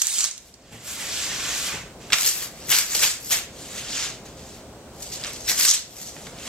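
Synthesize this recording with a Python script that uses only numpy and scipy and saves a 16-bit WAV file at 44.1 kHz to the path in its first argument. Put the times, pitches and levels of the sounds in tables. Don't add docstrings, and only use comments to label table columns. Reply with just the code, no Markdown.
import sys
import numpy as np
from scipy import signal
from scipy.fft import rfft, irfft, next_fast_len
from scipy.io import wavfile
from scipy.ndimage import uniform_filter1d

SR = 44100
rng = np.random.default_rng(int(sys.argv[2]) if len(sys.argv) > 2 else 0)


def int16_out(signal):
    q = np.round(np.clip(np.atleast_2d(signal).T, -1, 1) * 32767)
    wavfile.write(sys.argv[1], SR, q.astype(np.int16))


N = 285751
TIME = np.arange(N) / SR
SIZE = next_fast_len(N + SR // 2, True)
HZ = np.fft.rfftfreq(SIZE, 1 / SR)
EDGE_HZ = 15900

# (frequency [Hz], relative density [dB per Hz])
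SLIDE_COLOUR = [(300, -16.5), (800, -7.5), (1550, -0.7), (3300, 0.5), (5500, -0.5), (7400, -1),
                (9500, -19.5), (12200, -17.5), (16000, -35)]
# (frequency [Hz], gain [dB])
SNAP_TREBLE = [(7900, -0.5), (9400, -14), (12000, -1), (16000, -15)]
# (time at full strength [s], rise [s], hold [s], level [dB],
# body re level [dB], fizz re level [dB])
SHOVES = [(.73, 0.036, 0.0055, -43.5, 3, -3.5), (.88, 0.079, 0.039, -35, -4.5, -1),
          (1.005, 0.13, 0.022, -37, 0, -3), (1.14, 0.4, 0.12, -31.5, -11, -11),
          (1.36, 0.9, 0.2, -33, -3.5, -17), (1.58, 0.48, 0.1, -32, -10, -7),
          (1.74, 0.39, 0.0097, -36, 1.5, -15), (2.012, 0.031, 0.11, -50, -3, -14)]


def amp(db):
    return 10 ** (np.asarray(db) / 20)


def evened(x):
    return x / np.sqrt(np.mean(x ** 2) + 1e-20)


def read(points, hz):
    f, value = np.transpose(points)
    return np.interp(np.log(hz + 1), np.log(f + 1), value)


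def add(mix, s, sound):
    part = mix[max(round(s * SR), 0):][:len(sound)]
    part += sound[:len(part)]


def coloured(x, gain):
    log_gain = np.log(np.maximum(gain, 1e-5))
    cepstrum = irfft(log_gain, SIZE)
    cepstrum[1:SIZE // 2] *= 2
    cepstrum[SIZE // 2 + 1:] = 0
    return irfft(rfft(x, SIZE) * np.exp(rfft(cepstrum)), SIZE)[:N]


def wander(rate_hz):
    ratio = HZ / rate_hz
    spectrum = rfft(rng.standard_normal(SIZE)) * ratio / (1 + ratio ** 3)
    return evened(irfft(spectrum, SIZE)[:N])


def room_tails():
    # (frequency [Hz], time to fall 60 dB [s])
    room_t60 = [(200, 0.36), (2000, 0.4), (7000, 0.26), (15000, 0.15)]
    hz, t, z = signal.stft(rng.standard_normal((2, SR // 2)), SR, nperseg=256)
    decay = amp(-60 * t / read(room_t60, hz)[:, None])
    tails = signal.istft(z * decay, SR, nperseg=256)[1]
    t = np.arange(tails.shape[1]) / SR
    tails *= 1 + 2.0 * np.exp(-t / 0.0026)
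    return rfft(tails / np.linalg.norm(tails, axis=1, keepdims=True), SIZE)


def diffuse(pair):
    gap_m, sound_speed = 0.05, 343
    alike = .98 * np.sinc(2 * HZ * gap_m / sound_speed)
    second = alike * pair[0] + np.sqrt(1 - alike ** 2) * pair[1]
    return np.array([pair[0], second]), alike


def placed(x, tails, lead_ms, wet_db, pan_db):
    # (frequency [Hz], left minus right [dB])
    port_tilt = [(100, 0.5), (1200, 3), (2000, 1.5), (2800, 0.5), (4400, 4), (6000, 5), (7300, 2.5),
                 (8500, -1), (10000, 6), (12300, 15), (13500, 18), (16000, -9)]
    lead_spread_ms = 0.0082
    side = np.array([[.5], [-.5]])
    ports = amp(side * (read(port_tilt, HZ) + pan_db * HZ / (HZ + 3000)))
    direct = ports * np.exp(2j * np.pi * side * HZ * lead_ms / 1000)

    knots = np.linspace(0, TIME[-1], num=1100)
    spots = np.array([np.interp(TIME, knots, rng.standard_normal(1100)) for _ in tails])
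    spots /= np.linalg.norm(spots, axis=0)
    echoes, alike = diffuse((rfft(x * spots, SIZE)[:, None] * tails).sum(0))

    power = abs(direct.mean(0)) ** 2 + amp(wet_db) ** 2 * ((ports ** 2).mean(0) + alike) / 2
    scatter = 2j * np.pi * side * HZ * lead_spread_ms / 1000 * rfft(x * wander(400), SIZE)
    both = (rfft(x, SIZE) + scatter) * direct + amp(wet_db) * ports * echoes
    return irfft(both / np.sqrt(power), SIZE)[:, :N]


def effort(strokes, fall_db_per_s, dulling):
    swell_db, swell_curve = 23, 1.14
    fizz_loss_db, body_loss_db, settle_s = 17.5, 6, 0.06
    t = np.arange(0, TIME[-1], .002)
    power = np.zeros((3, len(t)))
    for s, rise, hold, level_db, body_db, fizz_db in strokes:
        swell = swell_db * (np.maximum(s - t, 0) / rise) ** swell_curve
        fall = fall_db_per_s * np.maximum(t - s - hold, 0)
        db = level_db - swell - fall
        settled = dulling * (1 - np.exp(-np.maximum(t - s, 0) / settle_s))
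        body = db + body_db - body_loss_db * settled
        fizz = db + fizz_db - fizz_loss_db * settled
        power += amp([body, db, fizz]) ** 2
    return [np.interp(TIME, t, np.sqrt(band)) for band in power]


def flexed(x, depth_db):
    flex_s, flex_width_hz = 0.025, 700
    hz, t, z = signal.stft(x, SR)
    patches = uniform_filter1d(rng.standard_normal(z.shape), round(flex_width_hz / hz[1]), axis=0)
    patches = evened(uniform_filter1d(patches, round(flex_s / t[1]), axis=1))
    return signal.istft(z * amp(depth_db * patches), SR)[1][:N]


def crackle(gains, colour, per_s, thinning, spread_db, flex_db):
    sizes = amp(spread_db * np.minimum(rng.exponential(1, N), 4))
    pace = np.maximum(gains[1] / gains[1].max(), .02) ** thinning
    signs = rng.choice([-1, 1], N)
    freed = rng.random(N) < pace * per_s / SR
    clicks = sizes * signs * freed / np.sqrt(pace)

    low = 1 / (1 + (HZ / 3000) ** 8)
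    high = 1 - 1 / (1 + (HZ / 9000) ** 16)
    out = np.zeros(N)
    for share, gain in zip((low, 1 - low - high, high), gains):
        varied = clicks * amp(1.5 * rng.standard_normal(N))
        grains = coloured(varied, amp(read(colour, HZ)) * np.sqrt(abs(share)))
        out += evened(grains) * gain
    return flexed(out, flex_db)


def bundles():
    per_s, biggest, decay_s = 85, 1.9, 0.0009
    jolts = biggest * rng.uniform(.3, 1, N) * (rng.random(N) < per_s / SR)
    return evened(1 + signal.lfilter([1], [1, -np.exp(-1 / (decay_s * SR))], jolts))


def ring(x, hz, quality):
    b, a = signal.iirpeak(min(hz, 14000), max(quality, hz / 12000), fs=SR)
    return signal.lfilter(b, a, x)


def drone(waver=0.054, fan_db=-43):
    # (frequency [Hz], relative density [dB per Hz])
    air_colour = [(20, -20), (40, 3), (78, 6.5), (100, -1), (150, 4.5), (480, 0), (680, 0.5), (830, -5.5),
                  (2000, -16), (7900, -18), (9300, -24.5), (16000, -28.5)]
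    # (frequency [Hz], level re the fan noise [dB])
    hum = [(58.4, -20), (116.8, -14), (411, -18.5), (525, -17), (8280, -25)]
    air, _ = diffuse(rfft(rng.standard_normal((2, SIZE))))
    air = evened(irfft(air * amp(read(air_colour, HZ)), SIZE)[:, :N])
    tones = np.zeros(N)
    for hz, db in hum:
        phase = 2 * np.pi * hz * TIME + waver * wander(3.0)
        tones += amp(db) * np.sqrt(2) * np.sin(phase)
    return (air + tones) * amp(fan_db)


def knocks(rise_s=0.0033):
    # (time [s], level [dB], brightness as a corner frequency [Hz])
    bumps = [(0.715, -23, 150), (0.742, -22, 111), (1.738, -29.5, 495), (2.126, -26.5, 453),
             (6.165, -42, 1070), (6.267, -42, 1100)]
    # (frequency [Hz], relative level [dB], time to fall 60 dB [s])
    board = [(114, -13.5, 0.19), (165, -10, 0.13), (232, -3, 0.06), (450, -3, 0.059), (543, -0.5, 0.031),
             (832, -4, 0.081)]
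    out, t = np.zeros(N), np.arange(SR // 3) / SR
    for s, level_db, corner_hz in bumps:
        modes = np.zeros(len(t))
        for hz, db, t60 in board:
            tone = amp(db) * 1e-3 ** (t / t60) * np.sin(2 * np.pi * hz * t)
            modes += tone / np.hypot(1, hz / corner_hz)
        add(out, s, amp(level_db) * modes * 2 * (1 - np.exp(-t / rise_s)))
    return out


def brushing_hands():
    # (time at full strength [s], rise [s], hold [s], level [dB], body re level [dB],
    # fizz re level [dB])
    rubs = [(.47, 0.4, 0.0088, -45, -8.5, -3), (3.6, 0.16, 0.15, -44, -8, -9.5),
            (3.78, 0.11, 0.0048, -35.5, -5, -8.5), (3.98, 0.27, 0.07, -29, -7.5, -17),
            (4.26, 0.028, 0.0021, -46.5, -6, -12), (4.39, .07, 0.18, -50, -8, -10),
            (6.15, 0.17, 0.12, -47, -9.5, -8), (6.47, 0.2, .02, -38.5, -4, -11)]
    gains = effort(rubs, fall_db_per_s=170.5, dulling=0)
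    return crackle(gains, SLIDE_COLOUR, per_s=12000, thinning=0.15, spread_db=1.0, flex_db=1.1)


def dragged_board():
    gains = effort(SHOVES, fall_db_per_s=163, dulling=0)
    return crackle(gains, SLIDE_COLOUR, per_s=30000, thinning=0.15, spread_db=1.0, flex_db=0.2)


def first_peel():
    # (time at full strength [s], rise [s], hold [s], level [dB], sheet body re level [dB],
    # fibre fizz re level [dB])
    strokes = [(0.0, .05, 0.19, -16, -14, -8.5), (0.2, 0.14, 0.043, -12, -12.5, -17)]
    # (frequency [Hz], relative density [dB per Hz])
    peel_colour = [(400, -22.5), (1500, -11), (3300, -6.5), (7700, -1.5), (9300, -12.5), (12000, -19),
                   (16000, -29)]
    jolts = bundles()
    gains = effort(strokes, fall_db_per_s=194, dulling=0)
    return jolts * crackle(gains, peel_colour, per_s=4500, thinning=0.074, spread_db=1.0, flex_db=1.9)


def cracks(quality=1.03, build=0.22, fade_s=0.0011, low_share=0.36):
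    # (time [s], level before the treble shaping [dB], length [s], centre frequency [Hz])
    patches = [(2.1015, -30, 0.0039, 2070), (2.1214, -17.5, 0.0054, 2430), (2.13, -3, 0.0065, 2620),
               (2.1385, -7.5, 0.0041, 2020), (2.184, -11, 0.0017, 3360), (2.713, -15, 0.039, 2670),
               (3.031, -14, 0.012, 2660), (3.312, -19, 0.0033, 4700), (3.341, -25, 0.012, 2900),
               (5.021, -30, 0.0081, 6800), (5.115, -34, 0.046, 4830), (5.36, -35, 0.0069, 3200),
               (5.479, -26, 0.0052, 2500), (6.1645, -33, 0.0028, 1190), (6.267, -34, 0.0043, 1700)]
    out, t = np.zeros(N), np.arange(SR // 12) / SR
    for s, db, length, hz in patches:
        sheet = signal.butter(2, low_share * hz, "highpass", fs=SR, output="sos")
        burst = ring(rng.standard_normal(len(t)), hz, quality)
        burst = evened(signal.sosfilt(sheet, burst))
        onset = np.minimum(t / (build * length), 1)
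        fade = np.exp(-np.maximum(t - length, 0) / fade_s)
        add(out, s, amp(db) * burst * onset * fade)
    return coloured(out, amp(read(SNAP_TREBLE, HZ)))


def snaps(quality=2, splinter=1.0, reach=1.93):
    # (time [s], peak before the treble shaping [dB], ringing [Hz], splintering [s])
    threads = [(0.0184, 12, 7450, 0.00014), (0.021, 5, 7450, 0.0018), (0.07, 13, 7900, 0.00027),
               (0.1895, 5, 7000, 0.00062), (0.2072, 4, 6500, .0008), (0.242, 7.5, 6300, 0.00078),
               (0.3125, -3, 6700, 0.00065), (0.379, -10.5, 7000, 0.0012), (0.5405, -22, 6200, 0.0022),
               (2.2467, -0.5, 4750, 0.00044), (2.7258, -1, 2950, 0.0015), (2.758, -0.5, 5100, 0.00064),
               (2.78, -13, 7400, 0.00085), (2.966, -13, 5200, .0007), (3.042, -1, 4200, .001),
               (5.238, -15.5, 4400, 0.0026), (5.247, -14, 4230, 0.00061), (5.268, -18, 5940, .0009),
               (5.304, -26, 4500, 0.0007), (5.3333, -22, 9000, .0009), (5.4965, -8, 4750, 0.0022),
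               (5.651, 3.5, 7000, 0.0014), (5.692, 4, 6200, 0.00074), (5.7022, 0, 6360, .0015),
               (5.712, 7, 6260, 0.0015), (5.73, -7, 5540, .0006), (5.7397, 7, 6960, 0.00051),
               (5.7433, 3, 7100, 0.0013), (5.755, -8, 7400, 0.0011), (6.3866, -24, 3280, 0.00028)]
    out, t = np.zeros(N), np.arange(SR // 80) / SR
    for s, db, hz, splinter_s in threads:
        splinters = splinter * rng.standard_normal(len(t)) * np.exp(-t / splinter_s)
        click = ring((t == 0) + splinters, hz, quality)
        b, a = signal.butter(5, min(reach * hz, EDGE_HZ), fs=SR)
        click = signal.lfilter(b, a, click)
        add(out, s, amp(db) * click / abs(click).max())
    return coloured(out, amp(read(SNAP_TREBLE, HZ)))


def edge_rips():
    # (time at full strength [s], rise [s], hold [s], level [dB], sheet body re level [dB],
    # fibre fizz re level [dB]), body and fizz as at the first bite
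    pulls = [(2.15, 0.0092, 0.095, -21, -5, -7), (2.275, 0.11, 0.011, -17, -10, -5.5),
             (2.38, 0.16, 0.059, -31.5, -2, 0), (2.6, 0.17, 0.096, -45.5, -2, -12),
             (2.72, 0.038, 0.074, -18, -3.5, -2.5), (2.96, 0.17, 0.14, -22.5, -7, -7.5),
             (3.035, 0.035, 0.0039, -13, -3.5, -10.5), (3.3, 0.19, 0.0091, -35.5, -13, -4.5),
             (3.32, 0.022, 0.019, -18.5, -2, -5.5), (5.04, 0.13, 0.45, -42.5, -7.5, -10),
             (5.25, 0.099, 0.033, -43, 6, -30), (5.497, 0.032, 0.0054, -20, -5.5, -8),
             (5.61, 0.054, 0.073, -18.5, -7.5, -6.5), (5.69, 0.16, 0.041, -14, -12.5, -21),
             (6.0, 0.21, 0.091, -37.5, -10, -9.5)]
    # (frequency [Hz], relative density [dB per Hz])
    rip_colour = [(250, -17.5), (1100, -11), (1800, -6), (2800, -4), (4700, 3.5), (7700, 3), (9400, -8),
                  (12400, 8), (16000, -11)]
    jolts = bundles()
    gains = effort(pulls, fall_db_per_s=245.5, dulling=0.55)
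    return jolts * crackle(gains, rip_colour, per_s=7000, thinning=0.25, spread_db=2.0, flex_db=1.92)


def scene():
    tails = np.array([room_tails() for _ in range(4)])
    threads = snaps()
    early = TIME < SHOVES[0][0]
    mix = drone() + knocks()
    mix += placed(brushing_hands(), tails, lead_ms=0.032, wet_db=-4.0, pan_db=-5.0)
    mix += placed(dragged_board(), tails, lead_ms=-0.026, wet_db=-2.0, pan_db=-6.5)
    mix += placed(first_peel(), tails, lead_ms=-0.035, wet_db=-3.5, pan_db=-9.0)
    mix += placed(cracks(), tails, lead_ms=0.04, wet_db=-2.0, pan_db=-6.0)
    mix += placed(threads * early, tails, lead_ms=-0.062, wet_db=-5.5, pan_db=-12)
    mix += placed(threads * ~early, tails, lead_ms=0.021, wet_db=-8.0, pan_db=-7.0)
    mix += placed(edge_rips(), tails, lead_ms=0.043, wet_db=-2.5, pan_db=-5.0)
    return mix


def record(dry):
    threshold_db, squeeze = -20.5, 0.57
    sense_s, recover_db_per_s = 0.0057, 18
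    start_duck_db, start_hold_s = 15, 0.32
    keep = np.exp(-1 / (sense_s * SR))
    power = signal.lfilter([1 - keep], [1, -keep], (dry ** 2).mean(0))
    power_db = 10 * np.log10(power + 1e-12)
    wanted_db = np.maximum(squeeze * (power_db - threshold_db), start_duck_db * (TIME < start_hold_s))
    recovery = recover_db_per_s * TIME
    ducked = dry * amp(recovery - np.maximum.accumulate(wanted_db + recovery))
    band_limit = signal.firwin(511, EDGE_HZ, window=("kaiser", 9), fs=SR)
    return signal.oaconvolve(np.clip(ducked, -1, 1), band_limit[None], "same")


dry = scene()
out = record(dry)
int16_out(out)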